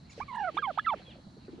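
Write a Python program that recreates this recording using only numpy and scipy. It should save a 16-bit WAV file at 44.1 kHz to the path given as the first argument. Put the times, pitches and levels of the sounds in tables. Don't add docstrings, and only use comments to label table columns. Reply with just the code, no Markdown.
import sys
import numpy as np
from scipy import signal
from scipy.io import wavfile
from scipy.ndimage import uniform_filter1d, minimum_filter1d

SR = 44100
rng = np.random.default_rng(int(sys.argv[2]) if len(sys.argv) > 2 else 0)


def persist_wave(psi):
    counts = np.round(np.clip(psi, -1, 1) * 32767).astype(np.int16)
    wavfile.write(sys.argv[1], SR, np.atleast_2d(counts).T)


def to_linear_factor(level_db):
    exponent = np.asarray(level_db, float) / 20
    return 10 ** exponent


N = 70560
T = np.arange(N) / SR

# frequency in Hz, relative strength in dB per Hz.
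YARD_SPECTRUM = [(25, -30), (60, -4.5), (110, -4.5), (200, -2.5), (330, -13), (480, -40), (650, -16.5),
                 (900, -22), (1800, -28), (2500, -41.5), (5200, -34.5), (11000, -46.5), (13000, -68.5)]
# frequency in Hz, likeness from -1 (opposite) to 1 (same).
EAR_LIKENESS = [(60, 0.86), (140, 0.99), (340, 0.83), (800, -0.086), (1900, 0.16), (4520, 0.52),
                (10700, -0.7)]
# frequency in Hz, relative strength in dB per Hz.
GRASS_SPECTRUM = [(600, 12), (1500, 2.5), (3000, 6.5), (6000, -14), (10000, -31), (12000, -51.5)]
# time in seconds, level in dB.
FLOCK_STIR = [(0, -73), (0.101, -63.5), (.5, -56.5), (.82, -60), (1, -57.5), (1.152, -59.5), (1.25, -82.5),
              (1.45, -66), (1.6, -60.5)]
# middle in seconds, time from middle to silence in seconds,
# frequency in Hz around which the noise band is laid.
BRUSHES = [(.125, .035, 6000), (.19, .07, 5000), (.2, .04, 2500), (.358, .014, 9000), (.558, .02, 6000),
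           (.558, .025, 2800), (.74, .055, 3400), (.98, .04, 2500), (1.49, .02, 1500), (1.55, .07, 230)]
BRUSH_LEVELS_DB = [-60, -60.5, -56, -65.5, -65, -53.5, -59, -57.5, -62, -52]
# start in seconds, level of the first pulse in dB before it swells and dies,
# usual pitch in Hz.
CLUCK_CALLS = [(.178, -31, 470), (.544, -32.5, 338), (.59, -35, 459), (0.958, -35, 338), (.995, -41.5, 616),
               (1.081, -44.5, 544), (1.156, -42, 550), (1.185, -45, 594), (1.266, -35.5, 178),
               (1.27, -48, 594), (1.368, -41, 447), (1.378, -39, 224), (1.482, -31.5, 333),
               (1.531, -33, 316), (1.58, -35.5, 372)]
# start in seconds, length in seconds, first frequency in Hz, last frequency in Hz.
PEEP_PARTIALS = [(.094, .012, 2300, 2050), (.104, .011, 2750, 2650), (.112, .011, 2300, 2450),
                 (.121, .018, 2500, 1950), (.096, .028, 6850, 6900), (.104, .011, 5500, 5450),
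                 (.112, .008, 4700, 4600), (.12, .015, 3900, 3300), (.335, .035, 2840, 2880),
                 (.388, .045, 2830, 2880), (.385, .055, 5660, 5700), (.796, .06, 2900, 2860)]
PEEP_PARTIAL_LEVELS_DB = [-62, -59, -60, -62, -65, -61, -61, -61, -59, -58, -75, -65]
# time in seconds, pitch in Hz.
FAR_YELP_GLIDE = [(1.049, 862), (1.095, 811), (1.112, 715), (1.142, 506)]
# delay in seconds on the left, strength in dB
ECHO_PATHS = [(.011, 2.5), (.047, -7)]
# time in seconds, pitch in Hz, fundamental level in dB.
YELP_NOTES = [
    [(0.198, 661, -55), (0.202, 762, -38), (0.2144, 1102, -35.5), (0.2234, 1159, -44), (0.2309, 1206, -40),
     (0.2449, 1120, -80)],
    [(0.276, 1221, -61.5), (0.2855, 1120, -43.5), (0.2959, 1107, -45), (0.3199, 970, -41.5),
     (0.3249, 988, -58), (0.3269, 973, -40), (0.3309, 1018, -38.5), (0.3388, 922, -41),
     (0.3443, 892, -41.5), (0.3478, 1042, -37), (0.3538, 958, -34.5), (0.3618, 794, -44),
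     (0.3658, 883, -65), (0.3688, 928, -35), (0.3783, 995, -34), (0.3847, 847, -36.5), (0.3922, 875, -35.5),
     (0.3952, 916, -46), (0.3977, 892, -39), (0.4012, 896, -32), (0.4067, 803, -33.5), (0.4207, 854, -33),
     (0.4341, 778, -35), (0.4521, 729, -33.5), (0.4631, 751, -37), (0.491, 647, -32.5), (0.5035, 567, -44),
     (0.508, 509, -45)],
    [(0.567, 647, -59), (0.569, 757, -25.5), (0.5725, 965, -29), (0.5745, 1145, -39), (0.576, 1160, -26.5),
     (0.5849, 1243, -25), (0.5869, 1570, -40.5), (0.5879, 1633, -33.5), (0.5939, 1633, -34),
     (0.6104, 1586, -54), (0.6189, 1646, -53), (0.6259, 1264, -36), (0.6308, 1207, -30),
     (0.6648, 996, -35.5), (0.6782, 820, -29.5), (0.7002, 724, -33.5), (0.7151, 548, -40),
     (0.7186, 450.0, -68)],
    [(0.773, 595, -44.5), (0.775, 730, -33), (0.778, 784, -26), (0.7854, 1103, -34.5), (0.7879, 1240, -22),
     (0.7944, 1302, -28), (0.7954, 1730, -28.5), (0.7959, 1702, -27), (0.8149, 1690, -59)],
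    [(0.842, 1996, -56.5), (0.8534, 2040, -39.5), (0.8579, 2006, -45), (0.8624, 1712, -39.5),
     (0.8669, 1340, -35), (0.8704, 1306, -25.5), (0.8779, 1340, -26), (0.8834, 1253, -23),
     (0.8909, 1143, -29.5), (0.8983, 1177, -27.5), (0.9088, 1024, -30.5), (0.9138, 960, -33),
     (0.9178, 887, -29.5), (0.9283, 878, -27.5), (0.9462, 546, -37.5), (0.9537, 405, -61)],
]
# frequency in Hz, strength against the fundamental in dB.
OVERTONE_RESONANCES = [
    [(1000, -16), (1280, -1), (1480, -10), (1620, -18), (1760, -29), (1930, -32), (2150, -7), (2330, -13),
     (2500, -31), (2670, -20), (3250, -12), (3400, -13), (4100, -22)],
    [(1800, -17), (2050, -28), (2400, -37), (2620, -31), (2850, -30), (3020, -22), (3140, -13), (3300, -20),
     (3520, -18), (3900, -42), (5000, -48)],
    [(2000, -22), (3050, -41), (3230, -27), (3500, -33), (3800, -44), (5000, -55)],
]
# boost of the second multiple in dB, of the higher multiples in dB.
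NOTE_BRIGHTNESS = [(2, -12), (4, -3), (0, -1), (0, 2), (-2, 0)]
NOTE_RESONANCE_SHIFT = [(1.07, 1), (1, 1.17), (1, 1), (1, 1), (1, 1)]
# left minus right of each fundamental, in dB.
NOTE_LEFT_RIGHT_DB = [-9.5, -8, -8.5, -7.5, -7]
# time in seconds, level in dB.
VOICE_BREAKS = [(0.5856, -25), (0.794, -33)]


def at_hz(points, hz):
    p = np.array(points)
    return np.interp(np.log(hz), np.log(p[:, 0]), p[:, 1])


def drift(rate_hz):
    r = np.exp(-80 * np.pi * rate_hz / SR)
    slow = signal.lfilter([1], [1, -2 * r, r * r], rng.standard_normal(N // 40 + 2002))[2000:]
    return np.interp(np.arange(N) / 40, np.arange(len(slow)), slow / slow.std())


def bump(centre, length):
    return np.cos(np.pi * np.clip((T - centre) / (2 * length), -.5, .5)) ** 2


def band(x, low_hz, high_hz, order=2):
    return signal.sosfilt(signal.butter(order, [low_hz, high_hz], "band", fs=SR, output="sos"), x)


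def tone_phase(hz):
    return 2 * np.pi * np.cumsum(hz) / SR


def pan(x, db):
    g = to_linear_factor(np.array([[db / 2], [-db / 2]]))
    return x * g / g.mean()


def noise(spectrum, patchy_db):
    out = 0
    edges = 22 * 2 ** np.arange(0, 9.5, 1 / 3)
    settle = 8000
    white = rng.standard_normal((2, 2, N + settle))
    for k, (low, high) in enumerate(zip(edges, edges[1:])):
        mid, side = band(white[k % 2], low, high)[:, settle:]
        hz = np.sqrt(low * high)
        alike = np.clip(at_hz(EAR_LIKENESS, hz), -1, 1)
        level = to_linear_factor(at_hz(spectrum, hz) + patchy_db * drift(17.3))
        out = out + level * (np.sqrt(1 + alike) * mid + np.sqrt(1 - alike) * side * [[1], [-1]])
    return out / out.std()


def yard():
    return to_linear_factor(-54) * noise(YARD_SPECTRUM, patchy_db=1.0)


def wind_thump():
    centre_hz = 71.3
    puff = band(rng.standard_normal(N), centre_hz / 1.57, centre_hz * 1.34)
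    return to_linear_factor(-45.5) * bump(.24, .05) * puff / puff.std()


def insects():
    mid, side = band(rng.standard_normal((2, N)), 3840, 4550, order=3)
    stereo = mid + to_linear_factor(-9.5) * side * [[1], [-1]]
    return to_linear_factor(-69 + 2.0 * drift(10)) * stereo / mid.std()


def rustle():
    s, db = np.transpose(FLOCK_STIR)
    out = to_linear_factor(np.interp(T, s, db)) * noise(GRASS_SPECTRUM, patchy_db=3.0)
    white = rng.standard_normal((2, N))
    for (s, length, hz), db in zip(BRUSHES, BRUSH_LEVELS_DB):
        brush = band(white, hz / 1.42, hz * 1.134)
        out = out + to_linear_factor(db) * bump(s, length) * brush / brush.std()
    return out


def clucks():
    pulse_gap_s, loss_per_pulse_db, t60_s = .006, 3.5, .03
    out = np.zeros(N)
    uneven = rng.uniform(-1, 1, (len(CLUCK_CALLS), 4, 2))
    for (s, db, hz), pulses in zip(CLUCK_CALLS, uneven):
        for k, (late, sharp) in enumerate(pulses):
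            t = np.maximum(T - s - pulse_gap_s * k * (1 + .2 * late), 0)
            level = to_linear_factor(db - loss_per_pulse_db * k - 60 * t / t60_s) * (1 - np.exp(-t / .0015))
            out += level * np.sin(2 * np.pi * hz * (1 + .18 * sharp) * t)
    return out


def peeps():
    out = np.zeros(N)
    waver = 1 + 0.0046 * drift(37)
    flicker_db = 5.0 * drift(70)
    for (s, length, from_hz, to_hz), db in zip(PEEP_PARTIALS, PEEP_PARTIAL_LEVELS_DB):
        u = np.clip((T - s) / length, 0, 1)
        swell = np.abs(np.sin(np.pi * u)) ** 0.34 * (u < 1)
        hz = (from_hz + (to_hz - from_hz) * u ** 1.9) * waver
        out += np.sqrt(2) * to_linear_factor(db + flicker_db) * swell * np.sin(tone_phase(hz))
    return out


def far_yelp():
    throat_hz, fall_db_per_khz = 3220, 16
    s, hz = np.transpose(FAR_YELP_GLIDE)
    u = np.clip((T - s[0]) / (s[-1] - s[0]), 0, 1)
    pitch = np.interp(T, s, hz) * (1 + 0.0055 * drift(85))
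    phase = tone_phase(pitch)
    tones = 0
    for k in range(3, 6):
        loss_db = fall_db_per_khz * np.abs(k * pitch - throat_hz) / 1000
        hoarse_db = 1.5 * (1.0 + u) * drift(70)
        tones = tones + to_linear_factor(-52 - loss_db + hoarse_db) * np.sin(k * phase)
    return np.abs(np.sin(np.pi * u)) ** .4 * (u < 1) * tones


def trees(x):
    t = T[:SR // 2]
    t60_s = 0.92
    tail = rng.standard_normal((2, len(t))) * to_linear_factor(-60 * t / t60_s) * (t > .006)
    tail = tail / np.sqrt((tail ** 2).sum(1, keepdims=True))
    return to_linear_factor(-11.5) * signal.fftconvolve(x[None], tail, axes=1)[:, :N]


def yard_echo(x):
    out = np.zeros((2, N))
    for k, (s, db) in enumerate(ECHO_PATHS):
        for side in range(2):
            lag = int(s * SR * (1 + 0.36 * side))
            out[side, lag:] += to_linear_factor(db) * x[:-lag] * (-1) ** (k + side)
    return to_linear_factor(-36) * out


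def flutter_swell_db(level_db, pitch):
    ring_hz, ring_width_hz, ring_db = 1764, 136, 21.5
    held_db = minimum_filter1d(-minimum_filter1d(-level_db, size=500), size=500)
    ring = ring_db * np.exp(-((2 * pitch - ring_hz) / ring_width_hz) ** 2)
    return (held_db - level_db + ring) * bump(.37, .055) ** .5


def rasp(glide, phase, breath):
    full_hz_per_s = 87000
    speed = uniform_filter1d(np.abs(np.gradient(glide)), size=200) * SR
    slide = np.minimum(speed / full_hz_per_s, 1)
    return to_linear_factor(-38) * slide * (1 + np.sin(phase)) * breath / breath.std()


def break_ring(at, ring_db, phase, pitch):
    t60_s = .016
    i, t = int(at * SR), np.maximum(T - at, 0)
    level = np.sqrt(2) * to_linear_factor(ring_db - 60 * t / t60_s) * (1 - np.exp(-t / 0.00065))
    return level * np.sin(phase[i] + 2 * np.pi * pitch[i] * t)


def turkey():
    out = 0
    wobble = 1 + 0.005 * drift(110)
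    shimmer = [1 * drift(27), 2.0 * drift(73), 4.2 * drift(39)]
    breath = band(rng.standard_normal(N), 1500, 3870)
    notes = zip(YELP_NOTES, NOTE_BRIGHTNESS, NOTE_RESONANCE_SHIFT, NOTE_LEFT_RIGHT_DB)
    for rows, (second_db, higher_db), (second_up, higher_up), pan_db in notes:
        s, hz, db = np.transpose(rows)
        glide = uniform_filter1d(np.interp(T, s, hz), size=60)
        pitch = glide * wobble
        phase = tone_phase(pitch)
        edge = np.clip(np.minimum(T - s[0], s[-1] - T) / 0.0055, 0, 1)
        level_db = uniform_filter1d(np.interp(T, s, db), size=80)

        resonance_db = at_hz(OVERTONE_RESONANCES[0], 2 * pitch / second_up)
        boost_db = second_db + flutter_swell_db(level_db, pitch) + shimmer[1]
        upper = to_linear_factor(boost_db + resonance_db) * -np.cos(2 * phase)
        for k, table in enumerate(OVERTONE_RESONANCES[1:], 3):
            resonance_db = at_hz(table, k * pitch / higher_up)
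            upper = upper + to_linear_factor(higher_db + shimmer[2] + resonance_db) * np.sin(k * phase)
        upper = upper + rasp(glide, phase, breath)

        level = np.sqrt(2) * edge * to_linear_factor(level_db + shimmer[0])
        out = out + pan(level * np.sin(phase), pan_db)
        out = out + pan(level * upper, -7)
        for at, ring_db in VOICE_BREAKS:
            if s[0] < at < s[-1]:
                out = out + pan(break_ring(at, ring_db, phase, pitch), pan_db)
    between = np.sin(tone_phase(1400 * wobble))
    return out + to_linear_factor(-56.5) * bump(.35, 0.026) * between


def scene():
    voice = turkey()
    birds = peeps() + far_yelp()
    far = yard() + rustle() + insects() + clucks() + wind_thump()
    near = voice + yard_echo(voice.mean(axis=0))
    return near + pan(birds, -2.2) + trees(birds) + pan(far, -1.2)


def low_pass(x):
    return signal.sosfilt(signal.butter(12, 11320, fs=SR, output="sos"), x)


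def record(dry):
    return low_pass(dry)


dry = scene()
out = record(dry)
persist_wave(out)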